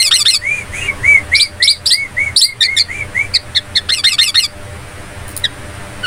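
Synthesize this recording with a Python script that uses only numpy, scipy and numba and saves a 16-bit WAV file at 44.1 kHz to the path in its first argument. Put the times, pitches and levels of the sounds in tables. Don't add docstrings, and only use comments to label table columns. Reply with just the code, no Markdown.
import sys
import numpy as np
from scipy import signal
from scipy.fft import rfft, irfft, next_fast_len
from scipy.io import wavfile
from scipy.ndimage import uniform_filter1d, minimum_filter1d
from numba import njit

SR = 44100
rng = np.random.default_rng(int(sys.argv[2]) if len(sys.argv) > 2 else 0)


def int16_out(signal):
    q = np.round(np.clip(np.atleast_2d(signal).T, -1, 1) * 32767)
    wavfile.write(sys.argv[1], SR, q.astype(np.int16))


def elevation(decibels):
    levels = np.asarray(decibels, float)
    return 10 ** (levels / 20)


N = 267598
T = np.arange(N) / SR


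def colour(table, hz):
    f, db = np.transpose(table)
    return elevation(np.interp(np.log(np.maximum(hz, 1)), np.log(f), db))


def unit(x):
    return x / np.sqrt(np.mean(x ** 2))


def shaped(x, table):
    n = next_fast_len(len(x))
    hz = np.arange(n // 2 + 1) * SR / n
    return irfft(rfft(x, n) * colour(table, hz), n)[:len(x)]


def ring(x, hz, width):
    return signal.lfilter(*signal.iirpeak(hz, hz / width, SR), x)


def walk(rate):
    k = int(SR / rate)
    return unit(uniform_filter1d(uniform_filter1d(rng.standard_normal(N), k), k))


def myna(strokes, calls, wobble=.025, flutter_db=7, air_db=-16):
    throat = list(zip([900, 1300, 2350, 2950, 3600, 4400, 5400, 6200, 7200, 8500, 10800, 12500, 14500, 16000],
              [-26, -12, -13, -6, -1, 0, -8, -18, -8, -4, -9, -26, -16, -34]))
    patchy_db = 2.5
    shake = walk(740) + walk(286)
    flutter = walk(390)
    air = unit(shaped(rng.standard_normal(N), throat))
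    patches = walk(150)
    columns = []
    for j in range(len(strokes[0])):
        columns.append(np.concatenate([stroke[j] + np.zeros(len(stroke[0])) for stroke in strokes]))
    ms, *shape = columns
    ms = np.maximum.accumulate(ms)
    k = np.arange(1, 25)[:, None] / 2
    out = np.zeros(N)
    for start, db, longer, slope_db, rough in calls:
        at = start + ms * np.clip(longer, .92, 1.05) / 1000
        rough = max(rough, .1)
        on = (T > at[0]) & (T < at[-1])
        pitch, effort_db, dull_db, half = (np.interp(T[on], at, column) for column in shape)
        hz = pitch * (1 + wobble * rough * shake[on])
        phase = 2 * np.pi * np.cumsum(hz) / SR
        share = np.where(k % 1 == 0, 1, np.clip(half, 0, 1))
        slope = slope_db * np.log2(np.maximum(k, 1)) + dull_db * np.log2(np.maximum(k / 2, 1))
        size = share * elevation(slope) * colour(throat, k * hz)
        breakup = np.array([np.roll(patches, 7919 * j)[on] for j in range(len(k))])
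        size = size * elevation(patchy_db * breakup)
        tone = np.sum(size * np.sin(k * phase), axis=0)
        fade = np.clip((at[-1] - T[on]) / .008, 0, 1)
        level = elevation(db + effort_db + flutter_db * rough * flutter[on])
        out[on] += fade * level * (tone + elevation(air_db) * rough * air[on])
    return out


def double_whistles():
    # (time [ms], pitch [Hz], effort [dB], extra overtone slope [dB/octave], half-pitch share [0-1])
    strokes = [
        ([-4, -1, 2, 10, 18, 26, 33, 39, 43], [3000, 3450, 3900, 4820, 5480, 5460, 5300, 4800, 3800], [-39, -11.5, -2.5, 1.5, -11, -1.5, -4, -13, -38], -7, 0),
        ([45, 50, 54, 58, 66, 72, 80, 90, 105], [2700, 3150, 3620, 3920, 4230, 4580, 4780, 4900, 4880], [-19, -10.5, 2.5, 3, 3.5, -1.5, -1, -19.5, -9], -1.5, 0),
    ]
    # (time [s], level [dB], length factor, overtone slope [dB/octave], roughness [0-1])
    calls = [(1.349, -6, .95, -9, .45), (1.624, -4, 1.0, -7, .45), (1.858, -3, .95, -6, .45),
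             (2.362, -4, 1.0, -3, .35)]
    return myna(strokes, calls)


def chatter_and_chips():
    # (time [ms], pitch [Hz], effort [dB], extra overtone slope [dB/octave], half-pitch share [0-1])
    chatter = [
        ([-5, -1, 4, 13, 20], [1040, 1380, 1780, 1880, 1830], [-16, -1.5, -1, 0.5, -22], -13.5, 0),
        ([21, 24, 27, 33, 39, 43], [1900, 1980, 2120, 2100, 2030, 2400], [-24, -18, -2, 3.5, -1.5, -24], -8.5, 0),
        ([44, 46, 51, 56, 62, 73, 79], [2800, 2920, 2890, 2730, 2750, 2590, 2550], [4, -10.5, -2.5, -11, -21, -5, -5.5], -5.5, 0),
        ([84, 90, 104, 112], [2470, 2350, 2270, 2250], [-10, -7, -9.5, -36], -8, 0.46),
    ]
    churk = [
        ([-7, -3, 4, 10, 14, 18], [1950, 1920, 1830, 1770, 1815, 2120], [-29, -5.5, -3.5, -1.5, -9, -2.5], -5.5, 0),
        ([21, 26, 30, 43, 48, 54], [2480, 2440, 2340, 2120, 2110, 2100], [-11, -14, -5.5, -5.5, -6, -15], -16, 0),
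    ]
    hook = (([-6, -2, 2, 6, 10, 14, 22, 27, 33], [2220, 2230, 2310, 2610, 2420, 2230, 1950, 1895, 1870],
            [-35, -14, -4, -10, -4, 0, -7, -16, -40], -16, 0),)
    chip = (([-14, -10, -2, 2, 6, 10, 14, 30], [1600, 1800, 2200, 2110, 1930, 1790, 1735, 1725],
            [-32, -16, -9, -4, 0, -3, -7, -24], -17, 0),)
    slide = (([-5, -1, 2, 10, 14, 20, 26], [2010, 1990, 1950, 1710, 1640, 1610, 1600],
             [-30, -10, 0, -6, -10, -16, -35], -13, 0),)
    low_note = (([-5.5, 0, 11.5, 24.5, 39], [1430, 1498, 1472, 1394, 1300], [-32, -14, -4.5, -3.5, -3],
                -17, 0),)
    # (time [s], level [dB], length factor, overtone slope [dB/octave], roughness [0-1])
    chatter_calls = [(-.027, -4.5, 1.05, 2, 0.38), (0.114, -5.5, 1.01, 2, 0.37), (0.256, -4, 1.04, 1, 0.42),
                     (3.892, -5, 1.2, -3, 0.28), (4.041, -2.5, 1.0, -2, 0.37), (4.186, -3, 1.06, -1, 0.33),
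                     (4.347, -5.5, 1.03, -1, 0.28)]
    churk_calls = [(2.612, 0.5, 1, -3.5, 0.19), (2.77, -1, .93, -2, 0.26)]
    hook_calls = [(3.34, 0, 0.93, -0.36, 0.23)]
    chip_calls = [(3.561, 0.5, 1, -1.7, 0.25), (3.763, 1, 1.2, -2, 0.39)]
    slide_calls = [(5.441, 2, 1.0, -7, 0.15)]
    low_calls = [(6.034, 3.2, 1, -8.5, 0.071)]
    voices = [(chatter, chatter_calls), (churk, churk_calls), (hook, hook_calls),
              (chip, chip_calls), (slide, slide_calls), (low_note, low_calls)]
    return sum(myna(strokes, calls) for strokes, calls in voices)


def ticks(crack_s=0.0034):
    # (time [s], level [dB])
    tick_times = [(5.28, -23.5), (5.301, -29), (5.317, -35), (5.365, -13), (5.386, -24)]
    # (frequency [Hz], width [Hz], level [dB])
    tick_modes = [(4900, 2800, -11.5), (6960, 1300, -7.5), (9400, 2200, -0.5), (14900, 1500, -5)]
    cracks = sum(elevation(db) * np.exp(-np.maximum(T - s, 0) / crack_s) * (T >= s) for s, db in tick_times)
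    push = cracks * rng.standard_normal(N)
    return 3 * sum(elevation(db) * ring(ring(push, hz, width), hz, width) for hz, width, db in tick_modes)


def neighbour(edge_s=0.0059, swell_s=0.035):
    # (time [s], length [s], top pitch [Hz], top reached at share [0-1], level [dB])
    arches = [(0.412, 0.22, 2429, 0.62, -16), (.72, .175, 2573, 0.5, -25), (1.029, 0.16, 2294, 0.35, -6),
              (1.313, 0.16, 2379, 0.46, -12), (1.598, .16, 2298, 0.6, -14.5),
              (1.905, 0.16, 2220, 0.63, -10), (2.164, 0.14, 2253, 0.44, -13),
              (2.405, 0.13, 2168, 0.69, -16.5), (2.641, 0.16, 2168, 0.51, -15.5),
              (2.883, 0.15, 2368, 0.63, -14.5), (3.143, 0.12, 2335, 0.85, -16)]
    # (breath [dB], hoarseness [0-1], louder towards the end [dB],
    # dip in the middle [dB], last pitch [share of top])
    voicing = [(-37, 0.24, -5.5, 0, .87), (-34, 0.23, -5, 2.5, 0.87), (-35, 0.17, 0.5, 3, .87),
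               (-35, 0.29, -3, -4, .86), (-41, 0.2, -7, -2, .89), (-40.5, .056, -4, 2.5, .88),
               (-41.5, 0.21, -4.5, 2.5, .88), (-58, 0.08, 3, -4, .92), (-45, 0.1, 0, -6.5, .93),
               (-41, 0.32, 1, 8, 0.85), (-40.5, 0.24, -5, -3, 1)]
    # (time [s], length [s], from [Hz], to [Hz], level [dB])
    breaks = [
        (.795, .09, 2790, 2810, -25),
        (.872, .038, 2400, 2060, -13),
    ]
    # (frequency [Hz], level [dB per Hz])
    breath_colour = [(1500, -16), (3000, -18), (5300, -24), (6300, -1), (8000, -4), (9600, 0), (11300, -20),
                     (14500, -26)]
    start_hz, rise_power, fall_power = 1806, 2.1, 2.68
    arch_edge_db, breath_edge_db, edge_power = -15.5, -14, 5.8
    out, puff = np.zeros(N), np.zeros(N)
    wobble, flutter = walk(230), walk(110)
    rasp = unit(ring(ring(rng.standard_normal(N), 2200, 900), 2200, 900))
    for arch, voice in zip(arches, voicing):
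        s, length, top_hz, peak, db = arch
        air_db, hoarse, tilt_db, dip_db, last = voice
        on = (T > s) & (T < s + length)
        u = (T[on] - s) / length
        rise = np.clip(1 - u / peak, 0, 1)
        fall = np.clip((u - peak) / (1 - peak), 0, 1)
        hz = top_hz - (top_hz - start_hz) * rise ** rise_power - top_hz * (1 - last) * fall ** fall_power
        phase = 2 * np.pi * np.cumsum(hz * (1 + 0.032 * hoarse * wobble[on])) / SR
        fade = np.clip(np.minimum(u, 1 - u) * length / edge_s, 0, 1)
        edge = abs(2 * u - 1) ** edge_power
        level_db = db + arch_edge_db * edge + tilt_db * (2 * u - 1) - dip_db * np.sin(np.pi * u) ** 2
        breath = elevation(air_db + breath_edge_db * edge)
        out[on] += fade * elevation(level_db + 10 * hoarse * flutter[on]) * np.sin(phase)
        out[on] += fade * hoarse * elevation(13.5) * breath * rasp[on]
        puff[on] += breath
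    for s, length, from_hz, to_hz, db in breaks:
        u = np.clip((T - s) / length, 0, 1)
        hz = (from_hz + (to_hz - from_hz) * u) * (1 + 0.0069 * wobble)
        out += elevation(db + 2.2 * flutter) * np.sin(np.pi * u) * np.sin(2 * np.pi * np.cumsum(hz) / SR)
    k = int(swell_s * SR)
    puff = uniform_filter1d(uniform_filter1d(puff, k), k) * elevation(0.55 * walk(30))
    return out + puff * unit(shaped(rng.standard_normal(N), breath_colour))


def walls(x, gap_s=0.0045):
    # (frequency [Hz], level [dB])
    wall_colour = [(1500, 8), (3800, -5), (4900, 4), (6000, -11), (9000, 5.5), (14000, 11)]
    t60_s, wall_db = 0.18, -23
    t = T[:SR // 2]
    noise = rng.standard_normal(len(t)) ** 3
    tail = signal.lfilter(*signal.butter(1, 9000, fs=SR), noise) * elevation(-60 * t / t60_s) * (t > gap_s)
    tail = tail / np.linalg.norm(tail)
    return elevation(wall_db) * signal.fftconvolve(shaped(x, wall_colour), tail)[:N]


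def yard():
    # (frequency [Hz], level [dB per Hz])
    yard_colour = [(20, -1.5), (32, -13.5), (40, -10), (50, -8), (70, 0.5), (110, -12), (300, -12.5),
                   (900, -17), (1900, -16), (3800, -27.5), (7000, -34.5), (9200, -24.5), (12000, -42),
                   (15500, -41.5)]
    # (frequency [Hz], width [Hz], level [dB])
    motor_hums = [(27.6, 3.5, -45), (85, 9.5, -41.5), (122, 12.7, -43), (594, 5.9, -51)]
    # (time [s], level [dB])
    traffic = [(0, -31), (.5, -35.5), (1.0, -34), (1.4, -36), (2.3, -36.5), (3.3, -36.5), (4.6, -36.5),
               (6.07, -34.5)]
    noise = unit(shaped(rng.standard_normal(N), yard_colour))
    low = signal.lfilter(*signal.butter(1, 400, fs=SR), noise)
    bed = noise - low + low * elevation(0.48 * walk(4.8))
    hums = sum(elevation(db) * unit(ring(rng.standard_normal(N), hz, width)) for hz, width, db in motor_hums)
    passing = elevation(np.interp(T, *np.transpose(traffic)))
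    return passing * (elevation(2.5) * bed + elevation(38.5) * hums)


def whines(width_hz=25):
    # (from [s], to [s], frequency [Hz], level [dB])
    far_whines = [(.44, .63, 1700, -46), (.82, 1.24, 1100, -46), (.84, 1.02, 400, -42),
                  (.72, .92, 1900, -44)]
    out = np.zeros(N)
    for start, end, hz, db in far_whines:
        u = np.clip((T - start) / (end - start), 0, 1)
        swell = np.sqrt(np.sin(np.pi * u).clip(0))
        out += elevation(db) * swell * unit(ring(rng.standard_normal(N), hz, width_hz))
    return out


@njit
def follow(x, attack, release):
    y, e = np.empty(len(x)), 0.
    for i in range(len(x)):
        e += (x[i] - e) * (attack if x[i] > e else release)
        y[i] = e
    return y


def ducking(near):
    # (frequency [Hz], level [dB])
    duck_tilt = [(2000, -5), (3500, -6), (5200, -9.5), (9000, 11)]
    from_db, slope, attack_s, release_s = -16, 1.096, 0.024, 0.074
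    size = uniform_filter1d(abs(shaped(near, duck_tilt)), int(0.0033 * SR))
    heard = follow(size, 1 / (attack_s * SR), 1 / (release_s * SR))
    return (1 + heard / elevation(from_db)) ** -slope


def scene():
    whistles = double_whistles()
    near = whistles + chatter_and_chips()
    duck = ducking(near)
    birds = near + duck * neighbour() + ticks()
    echoes = walls(birds + elevation(-6) * whistles)
    background = duck * (yard() + whines())
    return (birds + echoes + background)[None]


def band_limit(x):
    return signal.sosfilt(signal.butter(12, 16450, fs=SR, output="sos"), x)


def record(dry, copy=.95, look_s=.003, top=1.03):
    lag = 441
    x = dry[0] + copy * np.concatenate([np.zeros(lag), dry[0, :-lag]])
    x = signal.sosfilt(signal.ellip(8, .2, 60, 15700, fs=SR, output="sos"), x)
    k = int(look_s * SR)
    gain = uniform_filter1d(minimum_filter1d(top / np.maximum(abs(x), top), k), k)
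    return band_limit(np.clip(x * gain, -1, 1)[None])


dry = scene()
out = record(dry)
int16_out(out)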